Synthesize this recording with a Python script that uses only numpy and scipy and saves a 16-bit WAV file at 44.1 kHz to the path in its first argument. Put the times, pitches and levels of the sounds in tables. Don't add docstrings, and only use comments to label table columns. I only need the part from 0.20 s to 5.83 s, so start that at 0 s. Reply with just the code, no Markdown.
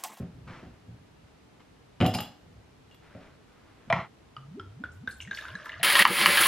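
import sys
import numpy as np
from scipy import signal
from scipy.fft import rfft, irfft, next_fast_len
from scipy.io import wavfile
from scipy.ndimage import uniform_filter1d

SR = 44100
rng = np.random.default_rng(int(sys.argv[2]) if len(sys.argv) > 2 else 0)


def int16_out(signal):
    q = np.round(np.clip(np.atleast_2d(signal).T, -1, 1) * 32767)
    wavfile.write(sys.argv[1], SR, q.astype(np.int16))


N = 248283
TIME = np.arange(N) / SR
RING = np.arange(SR * 2 // 5) / SR
TOP_HZ = 15300

# start in seconds, ping level in dB before colouring, neck pitch in Hz,
# second mode in dB, third mode in dB, length in seconds of the whoop after it.
GULPS = [(4.166, -36, 1299, -1, -13, 0.21), (4.397, -35.5, 1400, -2.5, -13, 0.22),
         (4.638, -28.5, 1506, -15, -36, 0.2), (4.8749, -25, 1604, -10, -20.5, 0.21),
         (5.112, -25.5, 1680, -13, -17, .24), (5.353, -30.5, 1732, -7.5, -13, 0.26),
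         (5.596, -52, 1760, 7, -16, 0.27)]
# start in seconds, level in dB before colouring, starting pitch in Hz.
LOUD_BUBBLES = [(4.911, -37.5, 4200), (5.0032, -29, 2810), (5.022, -35.5, 2730), (5.05, -41, 2160),
                (5.075, -37.5, 1840), (5.11, -36, 3640), (5.129, -32.5, 1566), (5.148, -30, 4380),
                (5.1734, -32, 2080), (5.172, -32.5, 3280), (5.1762, -35, 2800), (5.187, -28, 1690),
                (5.211, -36, 3630), (5.224, -40, 1300), (5.2378, -37, 1245), (5.2527, -30, 1457),
                (5.26, -36.5, 1580), (5.2824, -34, 1587), (5.284, -40, 3630), (5.29, -40.5, 1048),
                (5.302, -41, 2860), (5.331, -47, 3250), (5.3989, -37, 1690), (5.4583, -31.5, 1700),
                (5.459, -42, 1300), (5.466, -38.5, 1007), (5.4936, -26.5, 1735), (5.501, -59, 1920),
                (5.519, -33.5, 2860), (5.5302, -40, 1860), (5.5305, -46, 2930), (5.5406, -31, 1905),
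                (5.601, -40, 2880), (5.598, -31.5, 661), (5.611, -42, 716), (5.6128, -36, 1860)]
# frequency in Hz, level in dB.
TRICKLE_SPECTRUM = [(700, -11), (1500, 4), (2400, 7), (3300, 8), (6000, -16), (12000, -37)]
# frequency in Hz, level in dB, t60 in seconds.
COUNTER_MODES = [(71.7, -6, 0.34), (113, 4, 0.27), (154, 1.5, 0.12), (171.7, 0.5, 0.26), (228.8, 0.5, 0.2),
                 (292, -1.5, 0.18), (400, -5, 0.038), (496, -7, 0.2), (559, -6, 0.18), (644, 0.5, 0.094),
                 (686, -13.5, 0.025), (750, -6.5, 0.23), (1300, 1, 0.019), (1407, 5, 0.018),
                 (2500, 2, 0.023)]
# frequency in Hz, level in dB.
THUD_SPECTRUM = [(25, -6), (62, -6.5), (100, 11), (280, -4.5), (420, -6), (680, 0), (920, -19.5),
                 (1400, -14.5), (2900, -17), (4500, -31.5), (12000, -25)]
# frequency in Hz, level in dB.
TICK_SPECTRUM = [(300, -11), (800, 10.5), (1900, 0.5), (3100, 7.5), (4300, -3.5), (8000, -14.5),
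                 (12500, -20), (15500, -54)]


def amp(db):
    return 10 ** (np.asarray(db) / 20)


def unit(x):
    return x / np.sqrt(np.mean(x ** 2))


def fade(t, t60):
    return np.exp(-np.log(1000) * t / t60)


def swell(strokes):
    gain = np.zeros(N)
    for s, db, attack_s, hold_s, t60 in strokes:
        age = TIME - s
        rise = np.clip(age / attack_s, 0, 1) ** 2
        gain += amp(db) * rise * fade(np.maximum(age - attack_s - hold_s, 0), t60)
    return gain


def along(points, hz):
    f, value = np.transpose(points)
    return np.interp(np.log(np.maximum(hz, 1)), np.log(f), value)


def colour(x, points, turn=1):
    size = next_fast_len(len(x), True)
    gain = amp(along(points, np.fft.rfftfreq(size, 1 / SR)))
    return irfft(rfft(x, size) * turn * gain, size)[:len(x)]


def causal(x, points):
    gain = amp(along(points, np.fft.rfftfreq(len(x), 1 / SR)))
    cepstrum = irfft(np.log(gain), len(x))
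    cepstrum[1:len(x) // 2] *= 2
    cepstrum[len(x) // 2 + 1:] = 0
    return irfft(rfft(x) * np.exp(rfft(cepstrum)), len(x))


def add(track, s, sound):
    i = int(np.clip(s * SR, 0, N - 1))
    track[i:i + len(sound)] += sound[:N - i]


def stereo(mid, side):
    return np.array([mid + side, mid - side])


def glugs(open_s=0.0081, rise_s=0.0003, overtone_t60=0.024, sag=0.061,
          slap_db=-17, slap_t60=0.057, gurgle_db=-15, gurgle_t60=.11):
    second_ratio, third_ratio = 2.335, 3.7
    # frequency in Hz, level in dB.
    mouth_spectrum = [(25, -15), (90, 7), (4200, -1.5), (6500, -8), (9000, -9), (15000, -14)]
    slap_spectrum = [(100, 39.5), (600, 26.5), (2000, 23.0), (6000, 1), (12000, -32)]  # (Hz, dB)
    out = np.zeros(N)
    t = RING[:SR // 10]
    closing = np.minimum(t / open_s, 1)
    for s, db, first_hz, second_db, third_db, _ in GULPS:
        phase = 2 * np.pi * np.cumsum(first_hz * (1 - sag * closing)) / SR
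        ping = np.sin(phase) * np.exp(-(t / open_s) ** 4) * (1 - np.exp(-t / rise_s))
        second = amp(second_db) * np.sin(second_ratio * phase)
        third = amp(third_db) * np.sin(third_ratio * phase)
        overtones = (second + third) * fade(t, overtone_t60)
        slap = unit(colour(rng.standard_normal(len(t)), slap_spectrum)) * fade(t, slap_t60)
        resonator = signal.iirpeak(first_hz, 6, fs=SR)
        gurgle = unit(signal.lfilter(*resonator, rng.standard_normal(len(t))))
        gurgle = gurgle * fade(t, gurgle_t60) * closing
        gulp = ping + overtones + amp(slap_db) * slap + amp(gurgle_db) * gurgle
        add(out, s, amp(db) * causal(gulp, mouth_spectrum))
    return out


def pockets(steepness=3.93, release_s=0.013, waver_db=2):
    first_top_hz, sweep_ratio = 400, 3.0
    air_per_gulp = 0.929
    first_db, loss_db = -39, 0.55
    swell_db = 5.5
    # frequency in Hz, level in dB.
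    pitch_level = [(55, -27), (70, -10.5), (92, 0), (140, -2.5), (170, -2), (240, -1), (400, 0)]
    out = np.zeros(N)
    for gulps, (s, *_, length) in enumerate(GULPS):
        top_hz = first_top_hz / np.sqrt(1 + air_per_gulp * gulps)
        thinning = np.minimum(RING / length, 1) ** steepness
        hz = top_hz / (sweep_ratio - (sweep_ratio - 1) * thinning)
        level_db = first_db - loss_db * gulps + swell_db * (thinning - 1.0) + along(pitch_level, hz)
        release = np.exp(-(np.maximum(RING - length, 0) / release_s) ** 2)
        add(out, s, amp(level_db) * release * np.sin(2 * np.pi * np.cumsum(hz) / SR))
    slosh_spectrum = [(15, -16.0), (30, 19.0), (120, -26), (500, -120)]  # (Hz, dB)
    slosh = unit(colour(rng.standard_normal(N), slosh_spectrum))
    return out * amp(waver_db * slosh)


def bubble(hz, cycles, glide):
    pinch_cycles = 1
    t = RING[:int(2 * cycles / hz * SR)]
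    age = t * hz / cycles
    tone = np.sin(2 * np.pi * hz * t * (1 + glide * age / 2))
    return tone * fade(age, 2.76) * (1 - np.exp(-t * hz / pinch_cycles))


def plops(scatter_s=0.0049, satellite_db=-15, octaves=0.31, cycles=15, count=12):
    out = np.zeros(N)
    for s, db, hz in LOUD_BUBBLES:
        add(out, s, amp(db) * bubble(hz, cycles=20, glide=0.031))
        for delay, pitch, size in rng.standard_normal((count, 3)):
            satellite = bubble(hz * 2 ** (octaves * np.clip(pitch, -2, 2)), cycles, glide=0.16)
            add(out, s + scatter_s * delay ** 2, amp(db + satellite_db) * size * satellite)
    return colour(out, [(300, -20.0), (900, -0.5), (5000, -0.5), (12000, -10)])


def grains(rate, spread_db):
    chance, sign, size = rng.random(N), rng.choice([-1, 1], N), rng.standard_normal(N)
    return unit((chance < rate / SR) * sign * amp(spread_db * np.clip(size, -2, 2)))


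def spatter(level_db=-18, t60=.04):
    bursts = [(s, db + level_db, 1 / SR, 0, t60) for s, db, hz in LOUD_BUBBLES]
    return unit(colour(grains(rate=2900, spread_db=7), TRICKLE_SPECTRUM)) * swell(bursts)


def strays(level_db=-45, spread_db=-1.0, low_hz=1000, high_hz=2300, start_s=5.18, count=36):
    out = np.zeros(N)
    for when, pitch, size in rng.random((count, 3)):
        ring = bubble(low_hz * (high_hz / low_hz) ** pitch, cycles=12.3, glide=0.063)
        strength = amp(level_db + spread_db * (2 * size - 4.5))
        add(out, start_s + when * (N / SR - start_s), strength * ring)
    return out


def froth(low_hz, high_hz, cycles, spread_db, spectrum, count):
    out, start = np.zeros(N), GULPS[0][0]
    for when, pitch, size, life in rng.random((count, 4)):
        strength = amp(spread_db * -np.log(.02 + size))
        ring = bubble(low_hz * (high_hz / low_hz) ** pitch, cycles * (.5 + life), glide=0.12)
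        add(out, start + when * (N / SR - start), strength * ring)
    out = colour(out, spectrum)
    return out / np.std(out[int(start * SR):])


def stream():
    full_db, full_s, rise_db_per_s = -55, 5.23, 101
    surge_db, surge_lag_s = 1.5, 0.076
    gulps = np.interp(TIME - surge_lag_s, [row[0] for row in GULPS], np.arange(len(GULPS)))
    build_db = -rise_db_per_s * np.maximum(full_s - TIME, 0)
    return amp(full_db + build_db + surge_db * np.cos(2 * np.pi * gulps))


def splashing():
    # frequency in Hz, level in dB.
    splash_spectrum = [(200, 7), (450, 7.5), (640, -3), (830, -33), (1250, -10), (1750, 7), (2400, -19),
                       (3400, -16), (5000, -7), (8000, -14)]
    splash = froth(597, 6720, cycles=15, spread_db=4, spectrum=splash_spectrum, count=3600)
    trickle = froth(910, 13000, cycles=3, spread_db=3, spectrum=TRICKLE_SPECTRUM, count=1800)
    return (splash + amp(-5) * trickle) * stream()


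def fizz(octaves=0.237, spread_db=2.5, cycles=55, count=70):
    # start in seconds, level in dB before colouring,
    # central pitch of its bubbles in Hz, length in seconds.
    flares = [(4.715, -67, 7350, 0.014), (4.73, -67, 13700, 0.024), (4.887, -56, 12400, 0.017),
              (4.902, -57, 9000, 0.023), (4.969, -59, 14900, 0.025), (4.997, -69, 11600, 0.025),
              (5.009, -53, 6960, 0.013), (5.127, -58.5, 6000, 0.049), (5.143, -56, 12200, 0.034),
              (5.209, -64.5, 12800, .035), (5.256, -69.5, 10600, 0.066), (5.35, -74, 8050, 0.033),
              (5.436, -61.5, 13200, 0.029), (5.447, -65.5, 7140, 0.025)]
    # frequency in Hz, level in dB.
    foam_spectrum = [(2500, 6), (5000, -3), (7000, -2), (12000, -10), (14000, -14), (15500, -19)]
    out = np.zeros(N)
    for s, db, centre_hz, length in flares:
        spray = np.zeros(N)
        for when, pitch, size in zip(rng.gamma(2, .5, count), rng.standard_normal(count), rng.random(count)):
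            ring = bubble(min(centre_hz * 2 ** (octaves * pitch), SR * .4), cycles, glide=0.029)
            add(spray, when * length, amp(-spread_db * np.log(.03 + size)) * ring)
        add(out, s, amp(db) * spray * np.sqrt(2 * length * SR / np.sum(spray ** 2)))
    return colour(out, foam_spectrum)


def pour():
    glass = plops() + spatter() + strays() + splashing()
    bottle = room(glugs(), wet_db=-11) + room(pockets(), wet_db=-9)
    return bottle + room(glass, wet_db=-7.5) + room(fizz(), wet_db=-9)


def blows(events, modes, spectrum, push_db, crack_db, crack_t60, tail_db, tail_t60, tail_top_hz,
          focus_db, focus_octaves, split):
    out = np.zeros(N)
    hz, db, t60 = np.transpose(modes)
    grid_hz = np.geomspace(30, SR / 2, num=384)
    pulse = causal(1. * (RING == 0), spectrum)
    decays = fade(RING, t60[:, None])
    strengths = np.resize([1, -1], len(hz)) * amp(db)
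    treble_cut = signal.butter(1, tail_top_hz, fs=SR, output="sos")
    for s, level_db, bright_hz, focus_hz in events:
        favour_db = focus_db * np.exp(-(np.log2(grid_hz / focus_hz) / focus_octaves) ** 2)
        contact_db = favour_db - 10 * np.log10(1 + (grid_hz / bright_hz) ** 4)
        detuned = hz * (1 + split * rng.standard_normal((3, len(hz))))
        clusters = np.sin(np.float32(2 * np.pi * detuned[..., None] * RING)).sum(axis=0) / 3.74
        ring = strengths @ (clusters * decays)
        crack, tail = rng.standard_normal((2, len(RING)))
        tail = signal.sosfilt(treble_cut, tail)
        rattle = amp(crack_db) * crack * fade(RING, crack_t60) + amp(tail_db) * tail * fade(RING, tail_t60)
        push = amp(push_db) * pulse / np.max(np.abs(pulse))
        hit = ring + causal(rattle, spectrum) / np.linalg.norm(pulse) + push
        hit = causal(hit, np.column_stack([grid_hz, contact_db]))
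        add(out, s, amp(level_db) * hit / (2 * np.std(hit[:SR // 100])))
    return out


def bumps():
    # start in seconds, level in dB, contact brightness in Hz, most excited frequency in Hz.
    contacts = [(0.004, -28.5, 680, 186), (0.02, -32, 330, 188), (0.27, -41, 300, 134),
                (0.294, -39.5, 400, 216), (0.428, -39, 905, 312), (0.468, -44, 600, 235),
                (0.681, -42, 205, 105), (0.725, -50, 254, 130), (1.03, -53, 218, 113),
                (1.8035, -20.5, 2500, 584), (1.812, -13, 3400, 244), (1.8235, -16, 1730, 312),
                (1.8245, -29.5, 110, 71.4), (1.829, -29, 900, 109), (1.8302, -23.5, 1500, 684),
                (1.8525, -31, 1810, 633), (1.861, -21, 1000, 197), (1.8625, -24, 1500, 750),
                (1.947, -27, 700, 235), (1.956, -26, 400, 230), (1.985, -34, 497, 155),
                (2.9505, -40.5, 1760, 273), (2.951, -41, 1500, 645), (2.968, -50, 900, 228),
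                (3.675, -42.5, 295, 187), (3.701, -34.5, 222, 130)]
    return blows(contacts, COUNTER_MODES, THUD_SPECTRUM, push_db=15.5, crack_db=3.0, crack_t60=0.078,
                 tail_db=1.0, tail_t60=0.2, tail_top_hz=6000, focus_db=9.5, focus_octaves=0.43, split=0.0046)


def shuffle():
    # start in seconds, level in dB, attack in seconds, hold in seconds, t60 in seconds.
    shifts = [(0, -31, 0.00064, 0.0065, 0.11), (0.12, -48, 0.025, 0.054, 0.51),
              (0.4, -52, 0.085, 0.018, 0.42), (0.62, -54.5, 0.047, 0.018, 1.5),
              (2.17, -56.5, 0.087, 0.11, 0.68)]
    # frequency in Hz, level in dB.
    base_spectrum = [(30, -17), (70, 12.5), (120, 10), (230, 1), (330, -9.5), (550, -13), (1000, -46),
                     (4000, -50)]
    return unit(colour(rng.standard_normal(N), base_spectrum)) * swell(shifts)


def blade():
    # start in seconds, level in dB, contact brightness in Hz, most excited frequency in Hz.
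    slips = [(1.404, -54.5, 5500, 2000), (1.8035, -30, 5000, 2720), (1.812, -26, 4030, 3070),
             (1.8135, -43, 2200, 1300), (1.8235, -35, 3000, 2160), (1.8445, -34, 5500, 3020),
             (1.8525, -26, 2180, 1450), (1.939, -31.5, 12000, 5030), (1.9445, -41, 5500, 2900),
             (1.948, -27.5, 14000, 9100), (1.952, -27.5, 1100, 754), (1.987, -29.5, 5500, 3000),
             (1.9885, -35.5, 990, 838), (2.005, -40, 900, 805)]
    # frequency in Hz, level in dB, t60 in seconds.
    blade_modes = [(780, -12, 0.23), (838, -4, 0.19), (1219, -6, .2), (2830, -2, 0.25), (2950, -6, 0.09),
                   (4100, -1.5, 0.16), (4930, -4, .1), (5030, -11, 0.21), (7220, -4.5, 0.17),
                   (7500, -23, 0.17), (9100, -13, 0.15), (9640, -19, .18), (13200, -17, .1)]
    return blows(slips, blade_modes, TICK_SPECTRUM, push_db=10, crack_db=8.5, crack_t60=0.028,
                 tail_db=-14.5, tail_t60=0.13, tail_top_hz=12000, focus_db=11.5, focus_octaves=0.1, split=.009)


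def crown_cap():
    # start in seconds, level in dB, contact brightness in Hz, most excited frequency in Hz.
    taps = [(1.8615, -31, 6000, 3250), (1.863, -26.5, 14000, 10450), (1.8645, -36, 9000, 5100),
            (1.9865, -31, 5000, 3000), (2.004, -32, 11300, 12150), (2.0055, -42, 6000, 5100),
            (2.712, -52, 7000, 2950), (2.722, -58.5, 7000, 4490), (2.745, -56, 12000, 12100),
            (2.747, -57.5, 5000, 3400)]
    # frequency in Hz, level in dB, t60 in seconds.
    cap_modes = [(2846, -1.5, 0.17), (2810, 5.5, 0.075), (3250, -5, 0.12), (3400, -7, 0.28),
                 (4490, -18, 0.13), (5100, -17, 0.31), (5776, -26, .11), (6400, -14, 0.072),
                 (7400, -12, .16), (9270, -14, 0.2), (10800, -20, 0.17), (11200, -25, .14),
                 (12200, -9, 0.084), (12000, -7, 0.071), (12520, -23, .08)]
    return blows(taps, cap_modes, TICK_SPECTRUM, push_db=7, crack_db=6, crack_t60=.021,
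                 tail_db=-18, tail_t60=.13, tail_top_hz=12000, focus_db=10, focus_octaves=.06, split=.008)


def escaping_gas():
    # start in seconds, level in dB, attack in seconds, hold in seconds, t60 in seconds.
    puffs = [(1.79, -56, 0.065, .01, 0.23), (1.931, -41.5, 0.011, 0.0078, 0.14)]
    # frequency in Hz, level in dB.
    gas_spectrum = [(500, -22), (1500, -4), (3000, -4), (5200, -1), (7500, -19), (9500, -14), (13000, -8),
                    (15500, -33)]
    return unit(colour(rng.standard_normal(N), gas_spectrum)) * swell(puffs)


def laid_knife():
    # start in seconds, level in dB, contact brightness in Hz, most excited frequency in Hz.
    knocks = [(3.7008, -27, 8500, 2320), (3.7022, -27.5, 9000, 3540), (3.7025, -16.5, 1300, 655),
              (3.7115, -21, 1100, 727), (3.7265, -14.5, 8000, 1965), (3.7285, -29.5, 1510, 940),
              (3.734, -25, 2930, 1040), (3.7555, -46, 2500, 1240), (3.768, -39, 2500, 2000),
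              (3.794, -45, 2200, 910), (3.817, -45, 3000, 2000)]
    # frequency in Hz, level in dB, t60 in seconds.
    knife_modes = [(573, -27, .1), (660, 10, 0.065), (752, 5.5, 0.19), (870, -11, 0.12), (1033, -6, 0.22),
                   (1140, 0, 0.4), (1350, 4, 0.44), (1780, -4, 0.021), (1985, -4, 0.21), (2104, 0, 0.08),
                   (2383, 9.5, 0.12), (3580, -6.5, 0.095), (4080, 0, 0.087), (4600, -1, 0.04),
                   (5130, -6, 0.093)]
    # frequency in Hz, level in dB.
    crack_spectrum = [(150, -22), (450, -16.5), (720, 0), (1200, -1), (1550, -8), (2050, -6.5),
                      (2900, -10.5), (4100, -25), (5400, -25), (8000, -37), (15000, -46)]
    return blows(knocks, knife_modes, crack_spectrum, push_db=25.0, crack_db=15.0, crack_t60=0.037,
                 tail_db=-4, tail_t60=0.12, tail_top_hz=3000, focus_db=13.5, focus_octaves=0.22, split=0.012)


def handle(count=3):
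    first_s, first_db, bright_hz, focus_hz = 3.7315, -21, 330, 152
    spacing_s, loss_db = .055, 8
    bounces = [(first_s + k * spacing_s, first_db - k * loss_db, bright_hz, focus_hz) for k in range(count)]
    return blows(bounces, COUNTER_MODES, THUD_SPECTRUM, push_db=24, crack_db=-2, crack_t60=0.05,
                 tail_db=-18, tail_t60=0.21, tail_top_hz=2000, focus_db=10, focus_octaves=0.4, split=.005)


def chatter():
    # start in seconds, level in dB, attack in seconds, hold in seconds, t60 in seconds.
    runs = [(3.727, -35, .004, 0.016, 0.81)]
    # frequency in Hz, level in dB.
    rattle_spectrum = [(300, -21), (560, -9), (760, 0.5), (1330, 2), (1550, -11), (2000, 1.5), (2450, -13),
                       (3300, -14), (3650, -24), (4050, -18), (4500, -32), (5300, -29), (10000, -59)]
    return unit(colour(grains(rate=1500, spread_db=1), rattle_spectrum)) * swell(runs)


def soft_rubbing():
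    # start in seconds, level in dB, attack in seconds, hold in seconds, t60 in seconds.
    rubs = [(0, -57.5, 0.0024, 0.012, 0.45), (0.258, -48, 0.024, 0.073, 0.55),
            (1.388, -58, 0.012, .01, 0.1), (2.78, -59, 0.064, 0.18, 0.63), (2.99, -62.5, 0.034, 0.033, .4),
            (3.26, -65, 0.02, 0.9, 1)]
    # frequency in Hz, level in dB.
    rub_spectrum = [(200, 12), (800, 6.5), (1300, 9.5), (2350, 3.5), (3500, -5), (6000, -16), (12000, -38)]
    roughness = amp(2.0 * unit(uniform_filter1d(rng.standard_normal(N), size=110)))
    return unit(colour(rng.standard_normal(N) * roughness, rub_spectrum)) * swell(rubs)


def opening():
    wood = room(bumps() + handle() + shuffle(), wet_db=-8.0)
    neck = room(blade() + crown_cap() + escaping_gas(), wet_db=-8.5)
    knife = room(laid_knife(), wet_db=-11) + room(chatter(), wet_db=-11.5)
    return wood + neck + knife + room(soft_rubbing(), wet_db=-12.0)


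def room(x, wet_db):
    # frequency in Hz, t60 in seconds.
    room_t60 = [(100, 0.43), (500, 0.38), (2000, 0.36), (6000, 0.36), (14000, 0.19)]
    # frequency in Hz, level in dB.
    room_spectrum = [(60, -3), (170, -3), (320, 4), (3000, 0), (5000, 2.5), (14000, -0.5)]
    # frequency in Hz, ratio in dB.
    direct_side = [(60, -47), (250, -21), (1500, -21.5), (3000, -14.5), (5000, -3), (7000, -2.5),
                   (9000, 6.5), (13000, 3)]
    # frequency in Hz, ratio in dB.
    diffuse_side = [(60, -26), (120, -45), (220, -37), (400, -27), (1300, -19), (2500, -13), (4400, -6),
                    (8000, 4), (15000, 10)]
    late_db, late_t60_s = -17.5, 0.57
    edges_hz = [0, 250, 1000, 3000, 8000, SR / 2]
    hz = np.fft.rfftfreq(len(RING), 1 / SR)
    noise, tail = rfft(rng.standard_normal((2, len(RING)))), 0
    late = amp(late_db) * fade(RING, late_t60_s)
    for low, high in zip(edges_hz, edges_hz[1:]):
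        band = irfft(noise * ((hz >= low) & (hz < high)), len(RING))
        tail = tail + band * (fade(RING, along(room_t60, (low + high) / 2)) + late)
    tail = tail * np.clip((RING - .004) / 0.0024, 0, 1)
    send = amp(wet_db) * colour(x, room_spectrum)
    mid, side = (signal.fftconvolve(send, h / np.linalg.norm(h))[:N] for h in tail)
    return stereo(x + mid, colour(x, direct_side, 1j) + colour(side, diffuse_side))


def kitchen(level_db=-58.5):
    # frequency in Hz, level in dB.
    noise_spectrum = [(12, -37), (20, -41), (32, -19), (47, 0), (129, 1.5), (180, -3.5), (324, -4.5),
                      (352, -10.5), (439, -5.5), (519, -12), (686, -11.5), (2840, -21), (3960, -24),
                      (12100, -38.5), (15500, -54)]
    # frequency in Hz, ratio in dB.
    noise_side = [(60, -31), (120, -9.5), (220, -3), (400, 0.5), (1800, -2.5), (8000, -0.5), (15000, 4)]
    mid, side = (unit(colour(rng.standard_normal(N), noise_spectrum)) for _ in range(2))
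    return amp(level_db) * stereo(mid, colour(side, noise_side))


def scene():
    end_s, fade_s = 3.885, .07
    return opening() * np.clip((end_s - TIME) / fade_s, 0, 1) + pour() + kitchen()


def record(dry):
    return signal.sosfilt(signal.ellip(10, .2, 80, TOP_HZ, fs=SR, output="sos"), dry)


dry = scene()
out = record(dry)
int16_out(out)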